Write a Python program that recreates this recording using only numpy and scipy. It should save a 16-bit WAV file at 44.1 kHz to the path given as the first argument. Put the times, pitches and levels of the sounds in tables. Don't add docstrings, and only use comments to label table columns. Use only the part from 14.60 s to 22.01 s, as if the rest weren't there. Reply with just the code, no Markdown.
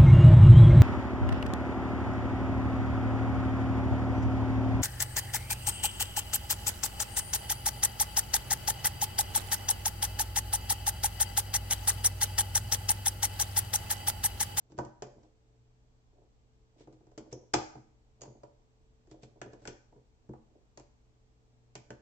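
import sys
import numpy as np
from scipy import signal
from scipy.io import wavfile

SR = 44100
rng = np.random.default_rng(int(sys.argv[2]) if len(sys.argv) > 2 else 0)


def unload_wav(signal):
    wavfile.write(
        sys.argv[1],
        SR,
        np.round(np.clip(np.atleast_2d(signal).T, -1, 1) * 32767).astype(np.int16),
    )


N = 326781

# (frequency [Hz], relative level [dB])
AIR_SPECTRUM = [(20, -3), (35, 1.5), (65, -4), (100, -13.5), (170, -16.5), (300, -16), (450, -23),
                (650, -25.5), (900, -24.5), (1400, -33), (3000, -35.5), (8000, -37.5)]
# (frequency [Hz], average level [dB])
HUM_TONES = [(59.5, -78), (120, -70), (240, -85), (441, -81)]
# (frequency [Hz], likeness [-1 to 1])
STEREO_LIKENESS = [(25, .55), (100, 1), (330, -0.008), (600, 1), (1000, -0.32), (1600, -0.28),
                   (3000, -0.14)]
# (frequency [Hz], relative level [dB], fade time [s])
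# A fade time is how long a sound takes to drop by 60 dB.
ROOM_ECHO = [(100, 5, 0.3), (254, -4.5, 0.51), (447, -6, .5), (782, -1, .48), (1720, -1, 0.53),
             (3460, -1, 0.41), (5982, -3.5, 0.51), (8000, 2, 0.12)]
# (start [s], length [s], relative level [dB])
FINGER_RUBS = [(0.106, 0.56, -65.5), (1.568, 0.086, -64), (2.19, 0.16, -61), (2.4, 0.43, -64),
               (3.605, 0.15, -56.5), (4.542, 0.41, -65.5), (4.997, .4, -69.5), (5.876, 0.16, -71),
               (7.298, 0.12, -63)]
# (middle time [s], half length [s], level [dB])
BATTERY_SLIDES = [(0.116, 0.012, -74), (0.177, 0.0087, -70), (0.63, 0.052, -80.5), (2.209, 0.03, -68),
                  (2.337, 0.012, -77), (2.726, 0.012, -59.5), (4.518, 0.016, -68), (4.635, 0.013, -61),
                  (4.932, 0.009, -67), (5.048, 0.048, -71.5)]
# (time [s], frequency [Hz], relative level [dB], fade time [s])
TABLE_JOLTS = [(.183, 74.6, -46.5, 0.14), (2.937, 71.6, -44, 0.096), (5.075, 80.3, -54, 0.14)]
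# (time [s], frequency [Hz], relative level [dB], fade time [s])
SPRING_PINGS = [(2.727, 5800, -43.5, 0.019), (2.727, 6530, -42.5, 0.021), (2.9385, 4580, -29, 0.0066),
                (3.617, 4640, -56, .1), (3.617, 6700, -44, 0.03)]
# (frequency [Hz], relative level [dB], fade time [s])
CASE_TONES = [(127.6, 4, 0.19), (222.2, -2, 0.25), (235, -3.5, 0.13), (314.9, -3.5, 0.2),
              (350.7, -4, 0.082), (426.2, 1.5, 0.072), (505, -7.5, .06), (586, 1, 0.088), (715.8, 1, 0.034),
              (832.6, -1, 0.035), (957, -7.5, 0.046), (1238, -5, 0.029), (1395, -6, 0.025), (1522, -3, .04),
              (1740, -9, 0.024), (2000, -2, .04), (2427, -3.5, 0.089), (3490, 1, .025), (5000, -6.5, 0.015),
              (5300, -4.5, 0.015), (6040, 0, 0.028), (6700, -2, 0.0079), (7260, 8.5, .016)]
# (low edge [Hz], high edge [Hz], gain [dB],
# noise level against the tones [dB], noise fade time [s], left-right likeness [-1 to 1])
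PITCH_RANGES = [(83, 280, -1.5, -5.5, 0.15, 1), (280, 520, -2.5, -8.5, 0.19, 1),
                (520, 1050, -0.5, -6, .07, 0.23), (1140, 1900, -4, -3.5, 0.019, 0.4),
                (1770, 3400, -0.5, 9, 0.05, 0.086), (4280, 7600, 0, 5.5, 0.028, -0.26)]
# (gain [dB], share of hardness [0 to 1], share of weight [0 to 1],
# most boost from a nearby favored pitch [dB])
KNOCK_RESPONSE = [(-2.5, 0, 1, 7), (1.5, 0.063, 0.55, 5.5), (-2.5, 0.091, 0, 7.5), (-9.5, .33, 0, 12),
                  (-9.5, 0.96, 0.047, 10), (-2.5, 1, 0, 4)]
# (time [s], relative level [dB], weight [dB], favored pitch [Hz])
FINGER_BUMPS = [(0.149, -72, 17, 310), (.216, -54.5, 7, 304), (0.564, -73.5, 17.5, 384),
                (2.207, -62, 4, 434), (2.273, -54, -1.5, 305), (2.406, -67, 4, 310), (2.604, -58, 1, 316),
                (3.153, -53, 2.5, 801), (3.176, -58.5, -2, 314), (3.676, -61, 13, 445),
                (5.325, -60, -7, 425), (5.363, -65, 7, 420), (5.691, -53, 12, 321),
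                (5.705, -64, 11.5, 326.3), (5.735, -54.5, -4.5, 748)]
# (time [s], relative level [dB], hardness [dB], weight [dB], favored pitch [Hz])
BATTERY_CLICKS = [(0.099, -66.5, -12, 1.5, 298), (.12, -58, -9, 2.5, 294), (.179, -49.5, -9, 3.5, 352),
                  (0.1872, -32.5, -16.5, -9, 1015), (.249, -61, 1.5, 6.5, 336),
                  (0.4218, -39.5, -7, -8.5, 420), (.632, -66.5, -6, -7, 300), (2.326, -62.5, -10.5, 0, 307),
                  (2.468, -62, -14.5, -2, 322), (2.516, -64, -12.5, -9, 430), (2.577, -45, -7, -4, 322),
                  (2.582, -53.5, -0.5, -5, 418.7), (2.7257, -50.5, -8.5, 7, 435), (2.935, -51, 6, 11, 674),
                  (2.9378, -31, 5, -4, 1278), (2.9402, -28.5, -3.5, -11, 798), (3.609, -67, 6, 0, 492),
                  (3.617, -54.5, 3, -3, 543), (3.633, -54, -3, -16, 610), (3.655, -56, -8.5, -5.5, 587),
                  (3.8338, -49.5, -15.5, -7, 580), (4.472, -68, -6.5, 3, 323), (4.513, -58, -3, 4.5, 325),
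                  (4.632, -55, -6, 5.5, 3500), (4.8153, -40.5, -9.5, -9, 1880), (4.859, -52, -22, 1, 427),
                  (4.933, -51.5, -13.5, -5, 383), (5.019, -63.5, -10, 1, 600),
                  (5.0532, -47, -7.5, -9.5, 1475), (5.074, -50.5, 7.5, -9, 1453),
                  (5.078, -45.5, -5, -3.5, 445), (6.174, -54.5, 1.5, -6.5, 598),
                  (6.197, -60.5, 0.5, 1.5, 593), (7.153, -45.5, -2, -5, 3580), (7.3042, -44, -11, -2, 1760)]


def from_db(db):
    return 10 ** (np.asarray(db) / 20)


def unit_level(x):
    return x / np.sqrt(np.mean(x ** 2) + 1e-20)


def unit_attack(x):
    return x / np.sqrt(np.mean(x[:, :SR // 100] ** 2) + 1e-20)


def at_hz(table, hz, column=1):
    table = np.array(table)
    return np.interp(np.log(hz), np.log(table[:, 0]), table[:, column])


def band(x, low, high, order=2):
    return signal.sosfilt(signal.butter(order, [low, high], "band", fs=SR, output="sos"), x)


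def stereo_noise(size, alike):
    mid, side = rng.standard_normal((2, size))
    alike = np.clip(alike, -1, 1)
    return (np.sqrt(1 + alike) * mid + np.sqrt(1 - alike) * side * [[1], [-1]]) / np.sqrt(2)


def surrounding_bands(size):
    edges = 20 * 2 ** (np.arange(19) / 2)
    for low, high in zip(edges, edges[1:]):
        hz = np.sqrt(low * high)
        yield hz, band(stereo_noise(size, at_hz(STEREO_LIKENESS, hz)), low, high)


def drift(turns_per_s):
    points = rng.standard_normal(N // 100)
    return np.interp(np.arange(N) / SR * turns_per_s, np.arange(len(points)), points)


def add(out, time, sound):
    start = int(round(time * SR))
    out[:, start:start + sound.shape[1]] += sound[:, :N - start]


def noisy_rings(events, half_width_hz, alike):
    out, t = np.zeros((2, N)), np.arange(SR // 4) / SR
    for time, hz, db, fade_s in events:
        reach_hz = half_width_hz + 4.7 / fade_s
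        burst = stereo_noise(len(t), alike) * from_db(-60 * t / fade_s)
        ring = band(burst, max(hz - reach_hz, 10), hz + reach_hz)
        add(out, time, from_db(db) * 2 * ring / np.abs(ring).max())
    return out


def room_air(level_db=-66.5):
    air = sum(noise * from_db(at_hz(AIR_SPECTRUM, hz)) for hz, noise in surrounding_bands(N))
    return from_db(level_db) * unit_level(air)


def mains_hum(waver_db=2.5, waver_rad=0.95):
    hum, t = np.zeros(N), np.arange(N) / SR
    for hz, db in HUM_TONES:
        peak = np.sqrt(2) * from_db(db + waver_db * drift(4))
        hum += peak * np.sin(2 * np.pi * hz * t + waver_rad * drift(6.8))
    return hum


def room_echo(sound, first_echo_s=0.0032, early_db=7.0, early_s=0.027):
    t = np.arange(int(0.7 * SR)) / SR
    tail = sum(noise * from_db(at_hz(ROOM_ECHO, hz) - 60 * t / at_hz(ROOM_ECHO, hz, column=2))
               for hz, noise in surrounding_bands(len(t)))
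    build_up = np.clip(t / first_echo_s - 1, 0, 1) * from_db(early_db * np.exp(-t / early_s))
    echo = tail * build_up / np.sqrt(SR / 20)
    return signal.fftconvolve(sound, echo, axes=1)[:, :N]


def rub_pressure(rise_s=0.05, fall_s=0.037, resting_db=-83):
    pressure, t = np.full(N, from_db(resting_db)), np.arange(N) / SR
    for start, length, db in FINGER_RUBS:
        end = start + length
        pressure += from_db(db) * np.interp(t, [start - rise_s, start, end, end + fall_s], [0, 1, 1, 0])
    return pressure


def finger_rubs(slips_per_s=80, uneven_db=4.5, gain_db=-2.5):
    slips = (rng.random(N) < slips_per_s / SR) * rng.standard_normal(N)
    slips *= from_db(uneven_db * drift(30))
    body = sum(case_ring(pitch_range) for pitch_range in PITCH_RANGES[:3])
    ringing = signal.fftconvolve(slips[None], body)[:, :N]
    return from_db(gain_db) * rub_pressure() * unit_level(band(ringing, 240, 780))


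def battery_slides(catches_per_s=2500):
    t = np.arange(N) / SR
    swells = sum(from_db(db) * np.exp(-((t - middle) / half_length) ** 2)
                 for middle, half_length, db in BATTERY_SLIDES)
    catches = (rng.random(N) < catches_per_s / SR) * rng.standard_normal((2, N))
    return swells * unit_level(band(catches, 1100, 8000, order=1))


def table_jolts():
    return noisy_rings(TABLE_JOLTS, half_width_hz=20, alike=0.93)


def spring_pings():
    return noisy_rings(SPRING_PINGS, half_width_hz=130, alike=0)


def case_ring(pitch_range, favored_hz=(), favor_db=11.0, favor_octaves=0.24, spread_db=2.0):
    low, high, gain_db, noise_db, noise_fade_s, alike = pitch_range
    t = np.arange(SR // 6) / SR
    tones = np.zeros((2, len(t)))
    chance = rng.standard_normal((len(CASE_TONES), 2))
    for k, ((hz, db, fade_s), (strength, lead)) in enumerate(zip(CASE_TONES, chance)):
        if low <= hz < high:
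            favor = np.exp(-(np.log2(np.array(favored_hz) / hz) / favor_octaves) ** 2).sum()
            envelope = from_db(db + spread_db * strength + favor_db * favor - 60 * t / fade_s)
            phase = np.sign(lead) * np.arccos(alike) / 2 * np.array([[1], [-1]])
            tones += (-1) ** k * envelope * np.sin(2 * np.pi * hz * t + phase)
    tones = band(tones, low / 2, min(2.2 * high, SR / 3), order=1)
    burst = stereo_noise(len(t), alike) * from_db(-60 * t / noise_fade_s)
    noise = band(burst, low, high, order=3)
    return from_db(gain_db) * unit_attack(unit_attack(tones) + from_db(noise_db) * unit_attack(noise))


def knock(hardness_db, weight_db, favored_hz, reach_octaves=0.7):
    sound = 0
    for pitch_range, (db, hard_share, weight_share, boost_db) in zip(PITCH_RANGES, KNOCK_RESPONSE):
        center_hz = np.sqrt(pitch_range[0] * pitch_range[1])
        nearness = np.exp(-(np.log2(favored_hz / center_hz) / reach_octaves) ** 2)
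        gain = from_db(db + hard_share * hardness_db + weight_share * weight_db + boost_db * nearness)
        sound += gain * case_ring(pitch_range, (favored_hz,))
    return sound


def finger_bumps(hardness_db=-23.5):
    out = np.zeros((2, N))
    for time, db, weight_db, favored_hz in FINGER_BUMPS:
        add(out, time, from_db(db) * knock(hardness_db, weight_db, favored_hz))
    return out


def battery_clicks():
    out = np.zeros((2, N))
    for time, db, hardness_db, weight_db, favored_hz in BATTERY_CLICKS:
        add(out, time, from_db(db) * knock(hardness_db, weight_db, favored_hz))
    return out


def scene(echo_db=-4.5):
    handling = battery_clicks() + finger_bumps() + spring_pings() + table_jolts()
    handling += battery_slides() + finger_rubs()
    return handling + from_db(echo_db) * room_echo(handling) + room_air() + mains_hum()


def record(dry, treble_edge_hz=7950, ceiling=0.33, cutoff_hz=9044):
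    narrow = signal.sosfilt(signal.ellip(8, 0.3, 50, treble_edge_hz, fs=SR, output="sos"), dry)
    rounded = ceiling * np.tanh(narrow / ceiling)
    return signal.sosfilt(signal.butter(10, cutoff_hz, fs=SR, output="sos"), rounded)


dry = scene()
out = record(dry)
unload_wav(out)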